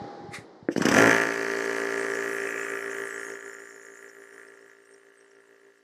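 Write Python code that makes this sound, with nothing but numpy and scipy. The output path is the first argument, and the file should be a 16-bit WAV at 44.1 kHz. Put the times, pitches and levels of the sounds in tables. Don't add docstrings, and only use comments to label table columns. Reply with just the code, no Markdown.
import sys
import numpy as np
from scipy import signal
from scipy.fft import rfft, irfft, next_fast_len
from scipy.io import wavfile
from scipy.ndimage import uniform_filter1d

SR = 44100
rng = np.random.default_rng(int(sys.argv[2]) if len(sys.argv) > 2 else 0)


def put_to_file(sound):
    columns = np.atleast_2d(sound).T
    safe = np.clip(columns, -1, 1)
    whole_steps = np.round(safe * 32767)
    wavfile.write(sys.argv[1], SR, whole_steps.astype(np.int16))


N = 257086
TIME = np.arange(N) / SR

START_S, KNOCKING_S, ENGAGED_S = .76, .9, .948
START_HZ, RUN_HZ, SPIN_UP_S = 16.2, 56.627, .18
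TOP_OF_STROKE_S = 1.2009
CLOSING_S, CLOSED_S, LOADED_S = 1.58, 2.54, 3.2
BEAT_HZ, BEAT_CREST_S = 6.82, 4.2

# frequency in Hz, relative spectral level in dB.
ROOM_COLOUR = [(24, -65), (40, -27), (102, -17.5), (271, -9), (354, -1.5), (623, -13), (815, -9),
               (899, -16.5), (1970, -25), (2580, -40), (4010, -31), (5130, -34), (10700, -64.5),
               (14000, -84)]
PUFF_COLOUR = [(590, -46), (1000, -15), (1230, -3), (1500, -8), (2020, 4.5), (3210, -19.5), (3600, -10),
               (6270, -17), (7180, -16), (9640, -17), (15000, -43)]
GASP_COLOUR = [(2000, -2), (2900, 3), (3600, -8), (4300, -17), (4800, -0.5), (6000, 2), (7000, -10),
               (7900, -3.5), (9500, -17.5), (12600, -17.5), (15500, -32)]
GRIND_COLOUR = [(150, -1.5), (300, -0.5), (1000, -2), (2000, -6.5), (3000, -18)]
INTAKE_COLOUR = [(2000, 10.5), (3150, 2), (3500, -8), (4600, -8.5), (5300, -6), (6100, 4), (7000, -6.5),
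                 (7800, -3.5), (10000, -13.5), (11200, -15), (12600, -13.5), (15500, -33)]
RUMBLE_COLOUR = [(70, -32), (100, -21), (180, -23), (270, -12.5), (430, 1), (560, -7), (780, -17),
                 (1100, -6)]
DRUMMING_COLOUR = [(80, -19), (120, -14), (170, -7), (270, 9), (350, -7), (480, -5), (700, -12), (1000, -7)]
CLATTER_COLOUR = [(500, -37), (780, -21), (1000, -3), (1400, 14.5), (1800, 20.5), (2300, 3), (2550, -15),
                  (2750, -9), (3100, 0), (3700, -35.5), (6000, -65)]

# frequency in Hz, width in Hz, relative level in dB.
HEAD_MODES = [(1186.8, 5.35, -22.5), (1398.3, 17.2, -15), (1581, 4.2, -32), (1716, 71, -14),
              (1918, 34, -19), (3030, 340, -6.5)]
CLACK_MODE = [(1790, 270, 0)]
COVER_MODES = [(620, 920, -21), (903.4, 11, -14.5), (1008.5, 18.3, -8), (1160, 16, -12), (1280, 1040, -7.5),
               (2137, 39, -17), (2010, 207, 11.5), (2290, 130, 3.5), (2800, 500, -16)]
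THUMP_MODES = [(508, 180, 8.5), (630, 170, -3)]
JET_MODES = [(5536, 420, -3), (6300, 930, -6), (7100, 910, -3.5), (7420, 1600, -3), (8520, 600, -6),
             (9200, 480, -9.5), (9960, 470, -9.5), (10800, 1200, -15), (12400, 1200, -18),
             (13200, 800, -19), (14300, 1600, -23)]
CONTACT_MODES = [(1710, 440, 1.5), (2200, 450, -34.5), (670, 490, -21)]

# start in seconds, level in dB.
HANDLING_BUMPS = [(0.015, -27), (0.205, -43), (0.243, -34), (0.288, -28.5), (0.384, -30), (0.626, -34)]
# start in seconds, level in dB, pitch in Hz,
# time to die by 60 dB in seconds, relative click level in dB.
MOTOR_CHUGS = [(0.7622, -9.5, 306, 0.012, -5), (0.78, -10, 259, 0.018, -22), (0.81, -11, 234, 0.022, -8),
               (.821, -19, 214, 0.022, 10), (0.8536, -6.5, 263, 0.017, -7), (0.8669, -13, 308, 0.046, 7.5),
               (0.8857, -9, 266, 0.023, -6), (0.914, -12.5, 250, 0.022, 0), (0.925, -17, 300, 0.023, 4)]
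# peak time in seconds, level in dB.
INTAKE_GASPS = [(.765, -42), (0.778, -33), (0.82, -29.5), (0.855, -24), (0.887, -22.5), (0.917, -26.5),
                (0.942, -25.5), (.964, -27), (.983, -24)]
# peak time in seconds, level in dB, centre in Hz, width in Hz,
# spread in seconds.
VALVE_RASPS = [(2.563, -45, 2400, 385, 0.24), (2.716, -46.5, 1360, 302, 0.18),
               (2.995, -62, 3060, 256, 0.26), (5.0, -77, 2820, 446, 1)]
# peak time in seconds, level in dB, pitch in Hz, spread in seconds.
VALVE_WHISTLES = [(3.143, -51.5, 7740, 0.053), (3.23, -54.5, 6720, 0.16), (3.223, -57.5, 9150, 0.038),
                  (3.55, -58, 7040, 0.17), (3.85, -63, 6760, 0.18), (3.897, -64, 7070, 0.25),
                  (3.927, -69, 9900, 0.11), (4.08, -76, 13300, 0.19), (4.31, -68, 9300, 0.073),
                  (4.912, -68.5, 8650, 0.09), (5.2, -67, 8300, .03)]
# peak time in seconds, level in dB, pitch in Hz.
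CLEAR_SPITS = [(3.6, -60, 5270), (3.865, -57, 5500), (3.971, -59, 5940), (3.979, -51, 6900),
               (4.094, -52, 5570), (4.342, -60, 5500), (4.482, -58, 5480), (4.855, -64, 5580),
               (4.943, -55.5, 5540), (5.209, -62, 5850), (5.313, -61, 5580)]
# multiple of the crank speed, relative level in dB running, then straining.
HUM_HARMONICS = [(2, -26.5, -12), (3, -25.5, -11.5), (4, -21, -13), (5, -11, -5.5), (6, -15.5, -12),
                 (7, 1, -7.5), (8, -8.5, -12.5), (9, -13.5, -12), (10, -17.5, -7.5), (11, -16.5, -28),
                 (12, -25, -9), (13, -19.5, -7.5), (15, -25, -12), (16, -20.5, -12.5), (18, -31, -23)]
# delay in seconds, gain in dB.
NEAR_ECHOES = [(.0028, -20.5), (.0075, -27), (.01, -20.5)]
# time in seconds, shaking gain in dB, knock gain in dB.
FADE_GAINS = [(2.2, 0.5, 2.5), (2.7, -4, 0), (2.91, -5, -2), (2.98, -3.5, -0.5), (3.15, -9.5, -2.5),
              (3.23, -9, -3.5), (3.29, -7.5, -3), (3.41, -14, -10), (3.48, -13, -8), (3.7, -18.5, -13),
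              (3.84, -19, -16.5), (3.95, -20, -16), (4.04, -19.5, -13.5), (4.15, -20, -18),
              (4.23, -19.5, -16.5), (4.31, -21.5, -17.5), (4.4, -18.5, -13), (4.48, -21.5, -17.5),
              (4.57, -21, -19.5), (4.64, -22.5, -22), (4.7, -22, -18.5), (4.77, -27.5, -25),
              (4.95, -23.5, -24.5), (5.1, -26.5, -25.5), (5.4, -25, -26.5), (5.7, -26.5, -27.5),
              (5.83, -33.5, -33)]


def undb(db):
    return 10 ** (np.asarray(db) / 20)


def unit(x):
    return x / np.sqrt(np.mean(x ** 2))


def ramp(start_s, end_s):
    return np.clip((TIME - start_s) / (end_s - start_s), 0, 1)


def since(s):
    return np.maximum(TIME - s, 0)


def swell(s, spread_s):
    return np.exp(-.5 * ((TIME - s) / spread_s) ** 2)


def throb(turns, depth_db, crest):
    return undb(depth_db * np.cos(2 * np.pi * (turns - crest)))


def walk(rate_hz):
    knots = 1.1 * rng.standard_normal(size=12000)
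    return np.interp(TIME * rate_hz, np.arange(len(knots)), knots)


def noise(colour):
    hz, db = np.transpose(colour)
    size = next_fast_len(N, real=True)
    octave = np.log2(np.maximum(np.arange(size // 2 + 1) * SR / size, 1))
    outside = np.abs(octave - np.clip(octave, np.log2(hz[0]), np.log2(hz[-1])))
    gain = undb(np.interp(octave, np.log2(hz), db) - 20 * outside)
    return unit(irfft(rfft(rng.standard_normal(size)) * gain)[:N])


def highpass(x, hz, order=2):
    return signal.sosfilt(signal.butter(order, hz, "high", fs=SR, output="sos"), x)


def lowpass(x, hz):
    return signal.sosfilt(signal.butter(6, hz, fs=SR, output="sos"), x)


def band(x, hz, width_hz):
    edges = [hz - width_hz / 2, hz + width_hz / 2]
    return signal.sosfilt(signal.butter(2, edges, "band", fs=SR, output="sos"), x)


def convolve(x, response):
    return signal.oaconvolve(x, response)[:N]


def ring(modes):
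    t = TIME[:SR // 10]
    return sum(undb(db) * np.exp(-np.pi * width * t) * np.sin(2 * np.pi * hz * t)
               for hz, width, db in modes)


def workshop(x, t60_s, wet_db):
    t = TIME[:SR // 2]
    tail = rng.standard_normal(len(t)) * np.exp(-np.log(1000) * t / t60_s) * (t > .004)
    return x + undb(wet_db) * convolve(x, tail / np.sqrt(np.sum(tail ** 2)))


def room_tone(fall_db_per_s=22, floor_db=-90.5):
    hiss = unit(band(rng.standard_normal(N), 4250, 3000)) * undb(-78.5)
    room_db = np.maximum(-39.5 - fall_db_per_s * since(.038), floor_db)
    return noise(ROOM_COLOUR) * undb(room_db) + hiss


def whine(hz=814, stop_s=.32):
    tone = np.sqrt(2) * np.sin(2 * np.pi * np.cumsum(hz + 1.9 * walk(25)) / SR)
    return tone * undb(-42.5 - 24 * TIME - 105 * since(stop_s))


def puff(peak_s=.3454, rise_db_per_s=804, fall_db_per_s=314):
    below_peak_db = np.maximum(rise_db_per_s * (peak_s - TIME), fall_db_per_s * (TIME - peak_s))
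    return noise(PUFF_COLOUR) * undb(-34 - below_peak_db)


def thud(s, db, hz, t60_s, click_db):
    width = np.log(1000) / np.pi / t60_s
    body = ring([(hz, width, 0), (hz * 1.18, width * 1.4, -8), (hz * 1.48, width * 1.16, -9)])
    click = highpass(ring(CONTACT_MODES), 720)
    blow = lowpass(highpass(body, .6 * hz) + undb(click_db) * click, 1920)
    return undb(db - .5) * np.pad(blow, (int(s * SR), N))[:N]


def blows():
    bumps = sum(thud(s, db, hz=121, t60_s=.035, click_db=-21) for s, db in HANDLING_BUMPS)
    switch = thud(s=.6868, db=-11.5, hz=325, t60_s=.051, click_db=-1.5)
    chugs = sum(thud(*chug) for chug in MOTOR_CHUGS)
    return bumps + switch + chugs


def grinding():
    grit = noise(GRIND_COLOUR) * undb(-30 + 3.4 * walk(250))
    return grit * swell(.889, .054) * ramp(START_S, START_S + .01)


def gasps(rise_s=.003, decay_s=.0062):
    leak = undb(-49) * swell(.7275, .011)
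    breaths = sum(undb(db) * ramp(s - rise_s, s) * np.exp(-since(s) / decay_s) for s, db in INTAKE_GASPS)
    return noise(GASP_COLOUR) * (leak + breaths)


def edge_tone(hz, width_hz, wander=.009, flutter_db=3.5):
    phase = 2 * np.pi * np.cumsum(hz * (1 + wander * walk(30))) / SR
    tone = walk(width_hz) * np.cos(phase) + walk(width_hz) * np.sin(phase)
    return unit(tone * undb(flutter_db * walk(110)))


def whistles():
    return sum(edge_tone(hz, width_hz=620) * undb(db) * swell(s, spread_s)
               for s, db, hz, spread_s in VALVE_WHISTLES)


def rasp(turns):
    bursts = throb(turns, depth_db=7, crest=.04)
    return sum(unit(band(rng.standard_normal(N), hz, width) * bursts) * undb(db) * swell(s, spread_s)
               for s, db, hz, width, spread_s in VALVE_RASPS)


def spit(s, db, hz, spread_s, width_hz=260):
    t = np.arange(-SR // 40, SR // 40) / SR
    drift = np.cumsum(rng.standard_normal(len(t))) * np.sqrt(2 * np.pi * width_hz / SR)
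    phase = uniform_filter1d(2 * np.pi * hz * t + drift, size=40)
    squeak = undb(db) * np.exp(-.5 * (t / spread_s) ** 2) * np.sin(phase)
    return np.pad(squeak, (int(s * SR) - SR // 40, N))[:N]


def spits(fade_db, count=170, from_s=2, spread_s=.0035):
    out = sum(spit(s, db, hz, spread_s) for s, db, hz in CLEAR_SPITS)
    for when, which, weakness, detune, length in rng.random((count, 5)):
        s = from_s + when * (TIME[-1] - from_s)
        hz, width, mode_db = JET_MODES[int(which * 7)]
        db = mode_db - 40.5 - 12 * weakness + .8 * np.interp(s, TIME, fade_db)
        out += spit(s, db, hz + width * (detune - .5), spread_s * (.3 + .7 * length))
    return out


def bleed_jet(turns, closing, fade_db, tilt_db_per_octave=7):
    jet = 0
    for hz, width, db in JET_MODES:
        tone = edge_tone(hz, width)
        flicker_db = 3 * walk(14) + 2.5 * walk(70)
        tilt_db = tilt_db_per_octave * closing * np.log2(hz / JET_MODES[0][0])
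        jet += tone * undb(db + flicker_db + tilt_db)
    jet = workshop(highpass(jet, 4900, order=8), t60_s=.016, wet_db=-10)
    sputter = unit(jet) * undb(-53 + 2 * closing)
    gusts = band(rng.standard_normal(N), 4640, 880) * throb(turns, depth_db=9, crest=.8)
    rush = unit(gusts) * undb(-54.5) * (1 - closing)
    return (sputter + rush) * (TIME > START_S) * undb(.98 * fade_db)


def intake(turns):
    hiss = noise(INTAKE_COLOUR) * throb(turns, depth_db=3.75, crest=.8) * undb(3.2 * walk(350))
    return unit(workshop(hiss, t60_s=.031, wet_db=-6.5))


def crank_speed():
    free_hz = START_HZ * np.exp((TIME - START_S) / SPIN_UP_S)
    return 1 / (1 + (RUN_HZ / free_hz) ** 10) ** (1 / 10)


def case_hum(turns, speed, pressure):
    strain = 1 - ramp(.97, 1.47)
    boom_db = 6 * (1 - ramp(1.5, 2.6))
    tones = 0
    for multiple, running_db, straining_db in HUM_HARMONICS:
        boomed_db = running_db + boom_db * np.exp(-.5 * (multiple - 4.03) ** 2)
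        rough_db = (1.3 + 2 * strain) * walk(45)
        level_db = boomed_db * (1 - strain) + straining_db * strain + rough_db
        tones += undb(level_db) * np.sin(2 * np.pi * (multiple * turns + rng.random()))
    beat = throb(BEAT_HZ * (TIME - BEAT_CREST_S), depth_db=.8 + 1.8 * pressure, crest=0)
    hum = undb(4) * tones * beat * speed ** 3
    rumble = noise(RUMBLE_COLOUR) * undb(-9.5)
    drumming = noise(DRUMMING_COLOUR) * undb(-6) * strain ** 2
    return hum + (rumble + drumming) * throb(turns, depth_db=7.5 + 13 * (1 - speed), crest=.85)


def strokes(turns, scatter_db, jitter_s):
    tops = np.interp(np.arange(np.ceil(turns[0]), turns[-1]), turns, np.arange(N))
    top_samples = tops.astype(int)
    timing_draw, size_draw = rng.standard_normal((len(tops), 2)).T
    at = np.clip(tops + jitter_s[top_samples] * SR * timing_draw, 0, N - 2)
    size = undb(scatter_db[top_samples] * size_draw)
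    whole, fraction = at.astype(int), at % 1
    return np.bincount(whole, size * (1 - fraction), N) + np.bincount(whole + 1, size * fraction, N)


def piston(turns, speed, pressure, hardness_db):
    pulses = strokes(turns, scatter_db=.6 + .8 * pressure, jitter_s=14e-6 + 55e-6 * pressure)
    after_knock = turns % 1
    valve_buzz = rng.standard_normal(N) * undb(-20.5) * speed * (.35 + 1.5 * np.exp(-after_knock / .1))
    head = convolve(-unit(pulses) - valve_buzz, ring(CLACK_MODE + HEAD_MODES))
    head = unit(band(head, 1870, 810))
    cover = convolve(lowpass(pulses, 2400), ring(COVER_MODES))
    cover = unit(highpass(highpass(cover, 490), 490)) * undb(hardness_db - 4.5)
    tick = unit(convolve(pulses, ring([(5500, 1500, 0)]))) * undb(.37 * hardness_db - 18.5)
    thump = convolve(pulses, ring(THUMP_MODES))
    thump = unit(highpass(highpass(thump, 510), 510)) * undb(hardness_db - 9)
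    clatter = noise(CLATTER_COLOUR) * (1 + .16 * np.exp(-after_knock / .16))
    clatter = unit(clatter) * speed ** 3 * undb(.016 * hardness_db - 11.3)
    knocks = head + cover + tick + thump
    echoes = sum(undb(db) * np.interp(TIME - s, TIME, knocks) for s, db in NEAR_ECHOES)
    return workshop(knocks + echoes, t60_s=.1, wet_db=-19) * undb(-3) + clatter


def scene():
    speed = crank_speed()
    turns = np.cumsum(speed) * RUN_HZ / SR
    turns -= np.interp(TOP_OF_STROKE_S, TIME, turns)
    closing, pressure = ramp(CLOSING_S, CLOSED_S), ramp(CLOSED_S, LOADED_S)

    fade_s, *fade_columns = np.transpose(FADE_GAINS)
    shake_fade_db, knock_fade_db = (np.interp(TIME, fade_s, db) for db in fade_columns)
    shake_surge_db = 17 * (1 - ramp(.95, 1.325))
    knock_surge_db = 13 * (1 - ramp(1.1, 1.363))
    shake_db = -36.5 + 13.5 * np.log2(speed) + shake_surge_db + shake_fade_db
    knock_db = -34 + 8.5 * np.log2(speed) + knock_surge_db + knock_fade_db
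    air_db = (shake_db + knock_db) / 2 - 9 - 5 * closing
    hardness_db = -3 + 1.5 * (1 - speed) - 15 * closing ** 2

    shaking = case_hum(turns, speed, pressure) * undb(shake_db)
    engaging = ramp(KNOCKING_S, ENGAGED_S) ** .5
    knocking = piston(turns, speed, pressure, hardness_db) * undb(knock_db) * engaging
    machine = (shaking + knocking + intake(turns) * undb(air_db)) * ramp(START_S, ENGAGED_S) ** 2
    valve = bleed_jet(turns, closing, knock_fade_db) + spits(knock_fade_db) + whistles() + rasp(turns)
    start = workshop(blows() + grinding() + gasps(), t60_s=.18, wet_db=-9)
    background = whine() + room_tone() + puff()
    return (background + start + valve + machine)[None]


def record(dry):
    top_cut = signal.ellip(8, .2, 70, 15700, fs=SR, output="sos")
    return signal.sosfilt(top_cut, highpass(np.tanh(dry), 119))


dry = scene()
out = record(dry)
put_to_file(out)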